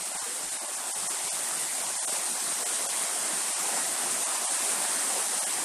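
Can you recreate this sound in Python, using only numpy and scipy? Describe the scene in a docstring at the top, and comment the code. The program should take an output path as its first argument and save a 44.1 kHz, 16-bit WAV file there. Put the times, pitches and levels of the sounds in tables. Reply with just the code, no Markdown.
"""A shallow mountain river among boulders, a few metres from a phone: a roar with nearer glugs, and fizzing spray.
The rush is shaped noise plus damped sines, one per bubble; it swells as the phone turns towards the rapids.
One gliding sine is a hollow gurgle, and low filtered noise a faint breeze. The small microphone passes little
bass of the water and its port lifts the spray near 9 kHz. Bands flicker, the level dips briefly, and the
stereo image opens in flashes."""
import sys
import numpy as np
from scipy import signal
from scipy.fft import rfft, irfft, next_fast_len
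from scipy.io import wavfile
from scipy.ndimage import uniform_filter1d, map_coordinates

SR = 44100
rng = np.random.default_rng(int(sys.argv[2]) if len(sys.argv) > 2 else 0)


def voltage_ratio(level):
    """Linear amplitude factor for a level in decibels (scalar or array-like)."""
    return 10 ** (np.asarray(level, float) / 20)


def store_pcm(level_fs):
    """Save levels as 16-bit WAV."""
    pcm = np.round(np.clip(level_fs, -1, 1) * 32767).astype(np.int16)
    wavfile.write(sys.argv[1], SR, np.atleast_2d(pcm).T)


N = 248724  # length in samples
FRAME = 1024  # short frame of the flickering, in samples


def unit(x):
    """Normalization: the signal scaled to rms 1."""
    return x / np.sqrt(np.mean(x ** 2) + 1e-20)


def along(points, hz):
    """Logarithmic frequency scale: points (frequency [Hz], value) interpolated at hz."""
    point_hz, value = np.transpose(points)
    return np.interp(np.log(hz + 1), np.log(point_hz + 1), value)


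def curves(rows):
    """Linear interpolation in time: one value per sample for each column after the time."""
    time_s, *columns = np.transpose(rows)
    return [np.interp(np.arange(N) / SR, time_s, column) for column in columns]


def wobble(rate):
    """Slow random modulation: a smooth curve through normal random knots, rate knots a second (at most 40)."""
    knots = rng.standard_normal(int(N * 40 / SR) + 4)
    return map_coordinates(knots, [np.arange(N) * min(rate, 40) / SR])


def filtered(x, response):
    """Linear filtering: the spectrum of x times a response of frequency."""
    size = next_fast_len(N + 8192)
    spectrum = rfft(x, size) * response(np.fft.rfftfreq(size, 1 / SR))
    return irfft(spectrum, size)[..., :N]


def patchy(depth_db, bins, frames):
    """Modulated noise: its gain varies in random patches of time and frequency, depth_db rms."""
    cells = signal.stft(rng.standard_normal(N), nperseg=512)[2]
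    field = uniform_filter1d(rng.standard_normal(cells.shape), bins, axis=0)
    field = uniform_filter1d(field, frames, axis=1)
    return unit(signal.istft(cells * voltage_ratio(depth_db * unit(field)), nperseg=512)[1][:N])


def bubbles(count, size, mid_hz, spread, cycles, scatter_db, rise):
    """Bubble resonance: damped sines at random moments, their pitch climbing as each nears the surface."""
    when = rng.random(count)
    pitch = rng.standard_normal(count)
    loud = np.minimum(rng.exponential(size=count), 5)
    hz = np.clip(mid_hz * np.exp(spread * pitch), 150, 13000)[:, None]
    age = hz * np.arange(size) / SR / cycles  # in lifetimes of so many cycles
    phase = 2 * np.pi * cycles * age * (1 + rise * age / 2)
    ring = np.sin(phase) * np.exp(-3 * age) * (1 - np.exp(-14 * age))
    ring = ring * voltage_ratio(scatter_db * loud)[:, None]
    where = (when * N).astype(int)[:, None] + np.arange(size)
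    return unit(np.bincount(where.ravel(), ring.ravel(), N + size)[:N])


# The swell as the phone turns: (time [s], spray level [dB], level of the white water's blur [dB])
SWELL = [(0, -34, -41.5), (.6, -34.5, -42), (1.2, -32, -40.5), (2.5, -30.5, -39.5), (2.8, -30, -38.5),
         (3.9, -30, -37), (5.3, -29, -37), (5.64, -30.5, -36.5)]


def rush():
    """Superposition of sources: white water and spray add up, and small surges move both together."""
    spray_db, white_db = curves(SWELL)
    surge = voltage_ratio(0.25 * (wobble(5) + wobble(14)))  # 0.25 dB scales each wobble
    return surge * (roar(white_db) + spray(spray_db))


# White water, all bubble sizes together, relative spectrum: (frequency [Hz], level per Hz [dB])
ROAR_SPECTRUM = [(35, -80), (60, -75), (110, -23.5), (175, -9), (370, -6), (500, -9.5), (600, -5),
                 (760, -1), (1000, -3.5), (1600, -6), (2050, -6), (2300, -8.5), (4000, -15), (8800, -39)]


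def roar(blur_db):
    """Sum of many resonators: far bubbles blur into shaped noise, nearer glugs stand out of it."""
    # the glugs lie around 9.5 dB under the blur and come and go at random, 8 knots a second
    glugs_db = blur_db - 9.5 + 4 * wobble(8)
    blur = unit(filtered(patchy(1.62, 5, 9), lambda hz: voltage_ratio(along(ROAR_SPECTRUM, hz))))
    glugs = bubbles(count=1800, size=1600, mid_hz=780.7, spread=0.2997, cycles=13.3, scatter_db=1, rise=0.268)
    return voltage_ratio(blur_db + 0.07 * wobble(8.8)) * blur + voltage_ratio(glugs_db) * glugs


# Spray before the port resonance, relative spectrum: (frequency [Hz], level per Hz [dB])
SPRAY_SPECTRUM = [(1200, -49), (2500, -11.5), (4000, -8.5), (6000, -6.5), (8000, -5), (10500, -8.5),
                  (12000, -12), (13200, -15.5), (14500, -26)]


def spray(level_db):
    """Resonance of tiny bubbles, which ring high: a fizz of noise, with drops ticking on the stones."""
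    ticks = bubbles(count=30000, size=64, mid_hz=7120, spread=0.46, cycles=2.9, scatter_db=3.0, rise=0.098)
    fizz = patchy(1.24, 12, 7) + voltage_ratio(-6) * ticks
    shaped = unit(filtered(fizz, lambda hz: voltage_ratio(along(SPRAY_SPECTRUM, hz)) * port(hz)))
    return voltage_ratio(level_db + 0.38 * wobble(22.47)) * shaped


# Microphone port resonance: (centre [Hz], width [Hz], level of the added resonance [dB])
PORT_RESONANCE = (8960, 1460, 8.7)


def port(hz):
    """Acoustic resonance: the microphone's narrow port lifts the spray around its centre frequency."""
    centre_hz, width_hz, level_db = PORT_RESONANCE
    damping = 1j * hz * width_hz
    return 1 + voltage_ratio(level_db) * damping / (centre_hz * centre_hz - hz * hz + damping)


# One long hollow gurgle: (time [s], pitch [Hz], level [dB])
GURGLE_GLIDE = [(0.22, 498, -49), (0.26, 463, -44), (0.3, 482, -51), (0.33, 506, -51), (0.374, 523, -50),
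                (0.41, 500, -63)]


def gurgle():
    """Cavity resonance: an air pocket under a boulder sings for a moment, as one gliding sine."""
    hz, db = curves(GURGLE_GLIDE)
    t = np.arange(N) / SR
    on = (t > GURGLE_GLIDE[0][0]) & (t < GURGLE_GLIDE[-1][0])
    tone = np.sin(2 * np.pi * np.cumsum(hz) / SR)
    return np.sqrt(2) * voltage_ratio(db) * on * tone


# Faint air on the microphone, dying down unevenly: (time [s], push level [dB], flutter level [dB])
BREEZE_LEVELS = [(0, -66, -66.5), (.7, -67, -67), (1.4, -78, -65), (2.1, -80, -69), (2.6, -80, -88),
                 (3.1, -110, -100), (4.08, -82, -67), (4.4, -105, -84), (5.3, -115, -91), (5.64, -85, -75)]


def breeze():
    """Turbulent pressure: slow lumps at hearing's edge, with a little flutter near 115 Hz above them."""
    push_db, flutter_db = curves(BREEZE_LEVELS)
    push = filtered(rng.standard_normal(N), lambda hz: hz / (1 + (hz / 28) ** 6))
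    flutter = filtered(rng.standard_normal(N), lambda hz: np.exp(-np.log((hz + 1) / 115) ** 2 / 0.023))
    lumps = voltage_ratio(1.9 * wobble(22))
    return voltage_ratio(push_db) * unit(lumps * push) + voltage_ratio(flutter_db) * unit(lumps * flutter)


def frame_number(t):
    """Uniform time division: the short frame in which each time t [s] falls."""
    return ((t * SR + 732) // FRAME).astype(int)


def stray(t, chance):
    """Independent random trials: True in a random few of the short frames."""
    frame = frame_number(t)
    return rng.random(frame[-1] + 1)[frame] < chance


def gated(x, open_share):
    """Random spectral gating: bands of short frames pass or fall silent; open_share(Hz, s) is the chance to pass."""
    bands = 56
    hz, t, cells = signal.stft(x, SR, nperseg=FRAME, noverlap=FRAME * 7 // 8)
    # narrow bands in the lows, wide ones in the highs; everything up to 180 Hz is one band
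    band = (bands * np.log1p(hz / 1500) / np.log1p(hz[-1] / 1500)).astype(int) * (hz > 180)
    frame = frame_number(t)
    outer = (hz < 180) | (hz > 12800)
    held = frame // np.where(outer, 3, 1)[:, None]  # the outer bands switch more slowly
    dice = rng.random((bands + 1, frame[-1] + 1))[band[:, None], held]
    passes = dice < open_share(hz[:, None], t)
    return signal.istft(cells * passes, SR, nperseg=FRAME, noverlap=FRAME * 7 // 8)[1][:N]


# Brief dips of the level: (middle [s], length [s], share of the middle bands that go [0-1])
LEVEL_DIPS = [(0.249, 0.029, 0), (.579, 0.013, 0.74), (0.762, 0.013, 0.62), (0.933, 0.037, 0.67),
              (1.088, 0.024, 0.85), (1.307, 0.035, .45), (1.996, .055, 0.44), (2.063, 0.02, 0.94),
              (2.542, 0.017, 0.25), (2.646, .021, 0.8), (2.879, 0.022, 0.83), (3.538, 0.051, 0.27),
              (4.251, .03, 0.4), (4.475, 0.05, 0.25), (4.583, 0.02, 0.1), (4.872, 0.026, 0),
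              (5.405, 0.032, 0.3), (5.454, 0.02, 0.67)]
# How readily a band falls silent outside the dips: (frequency [Hz], chance [0-1])
BAND_FLICKER = [(40, 0.34), (110, 0.6), (170, .25), (300, .05), (4000, 0.02), (6000, 0), (12400, 0.01),
                (13000, 0.28), (13500, 0.87), (14000, 0.87)]


def steady_share(hz, t):
    """Band-wise intermittence: bass and top treble flicker most; dips take the lows, part of the middle and top."""
    lows_hz, from_hz, to_hz, top_hz = 540, 1300, 3455, 11400
    # stray dips are frequent at first and grow rarer: chance 0.2, fading over 0.8 s
    odd = stray(t, 0.2 * np.exp(-t / 0.8))
    dipping = odd * 1.
    part = odd * 0.35
    for middle_s, length_s, share in LEVEL_DIPS:
        now = abs(t - middle_s) < length_s / 2
        dipping[now] = 1
        part[now] = np.clip(share, 0, 1)
    reach = 1.6 ** part  # a deeper dip widens the middle range at both ends
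    lows = hz <= lows_hz
    middle = (hz > np.maximum(from_hz / reach, lows_hz)) * (hz < to_hz * reach)
    lost = lows * dipping + part * middle + np.sqrt(part) * (hz > top_hz)
    return (1 - np.clip(along(BAND_FLICKER, hz), 0, 1)) * (1 - lost)


# Moments when the image opens wide: (start [s], length [s])
WIDE_MOMENTS = [(0.096, 0.048), (.169, 0.079), (0.309, .025), (0.426, .046), (0.499, 0.079), (0.614, 0.05),
                (0.727, .03), (0.888, 0.027), (.98, 0.018), (1.094, 0.056), (1.29, 0.023), (1.421, 0.023),
                (1.727, 0.084), (1.957, 0.056), (2.062, 0.061), (2.143, 0.047), (2.395, .03),
                (2.446, 0.028), (2.513, 0.038), (2.811, 0.033), (3.073, 0.02), (3.21, 0.035),
                (3.379, 0.042), (3.52, .04), (3.652, 0.067), (3.75, 0.065), (3.928, 0.042), (4.204, 0.036),
                (4.319, 0.055), (4.5, 0.038), (5.045, .024), (5.122, 0.039), (5.254, 0.045), (5.488, 0.05),
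                (5.567, 0.048)]
# Readiness of each band to widen: (frequency [Hz], factor on the share)
WIDENING = [(100, .7), (600, .9), (2500, .75), (5000, 0.69), (8500, 1.25), (11500, 0.62), (13500, .4)]


def wide_share(hz, t):
    """Intermittent stereo width: few bands open at any time, more in stray frames, most in the listed moments."""
    share = 0.0307 + 0.25 * stray(t, 0.18)
    for start_s, length_s in WIDE_MOMENTS:
        share[(t >= start_s) & (t < start_s + length_s)] = 0.85
    return share * along(WIDENING, hz)


# Side against the water in the middle, while a band is wide: (frequency [Hz], level [dB])
SIDE_LEVEL = [(30, -30), (100, -13), (300, -9.5), (700, -11.5), (4000, -8.5), (8000, -9), (13000, -5.5)]


def side_image(water):
    """Decorrelation by random phase: an unrelated copy of the rush opens the image in flickers."""
    cells = signal.stft(water)[2]
    turned = cells * np.exp(2j * np.pi * rng.random(cells.shape))
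    scattered = signal.istft(turned)[1][:N]
    return gated(filtered(scattered, lambda hz: voltage_ratio(along(SIDE_LEVEL, hz))), wide_share)


def scene():
    """Mid/side superposition: the river, gurgle and breeze in the middle, the copied rush at the sides."""
    water = rush()
    side = side_image(water)
    mid = gated(water + gurgle() + breeze(), steady_share)
    return np.array([mid + side, mid - side])


def top_cut(x):
    """Nothing passes above the cut-off."""
    return signal.sosfilt(signal.butter(12, 14220, fs=SR, output="sos"), x)


def record(dry):
    """Signal chain: the finished mix passes through its last stage."""
    return top_cut(dry)


dry = scene()
out = record(dry)
store_pcm(out)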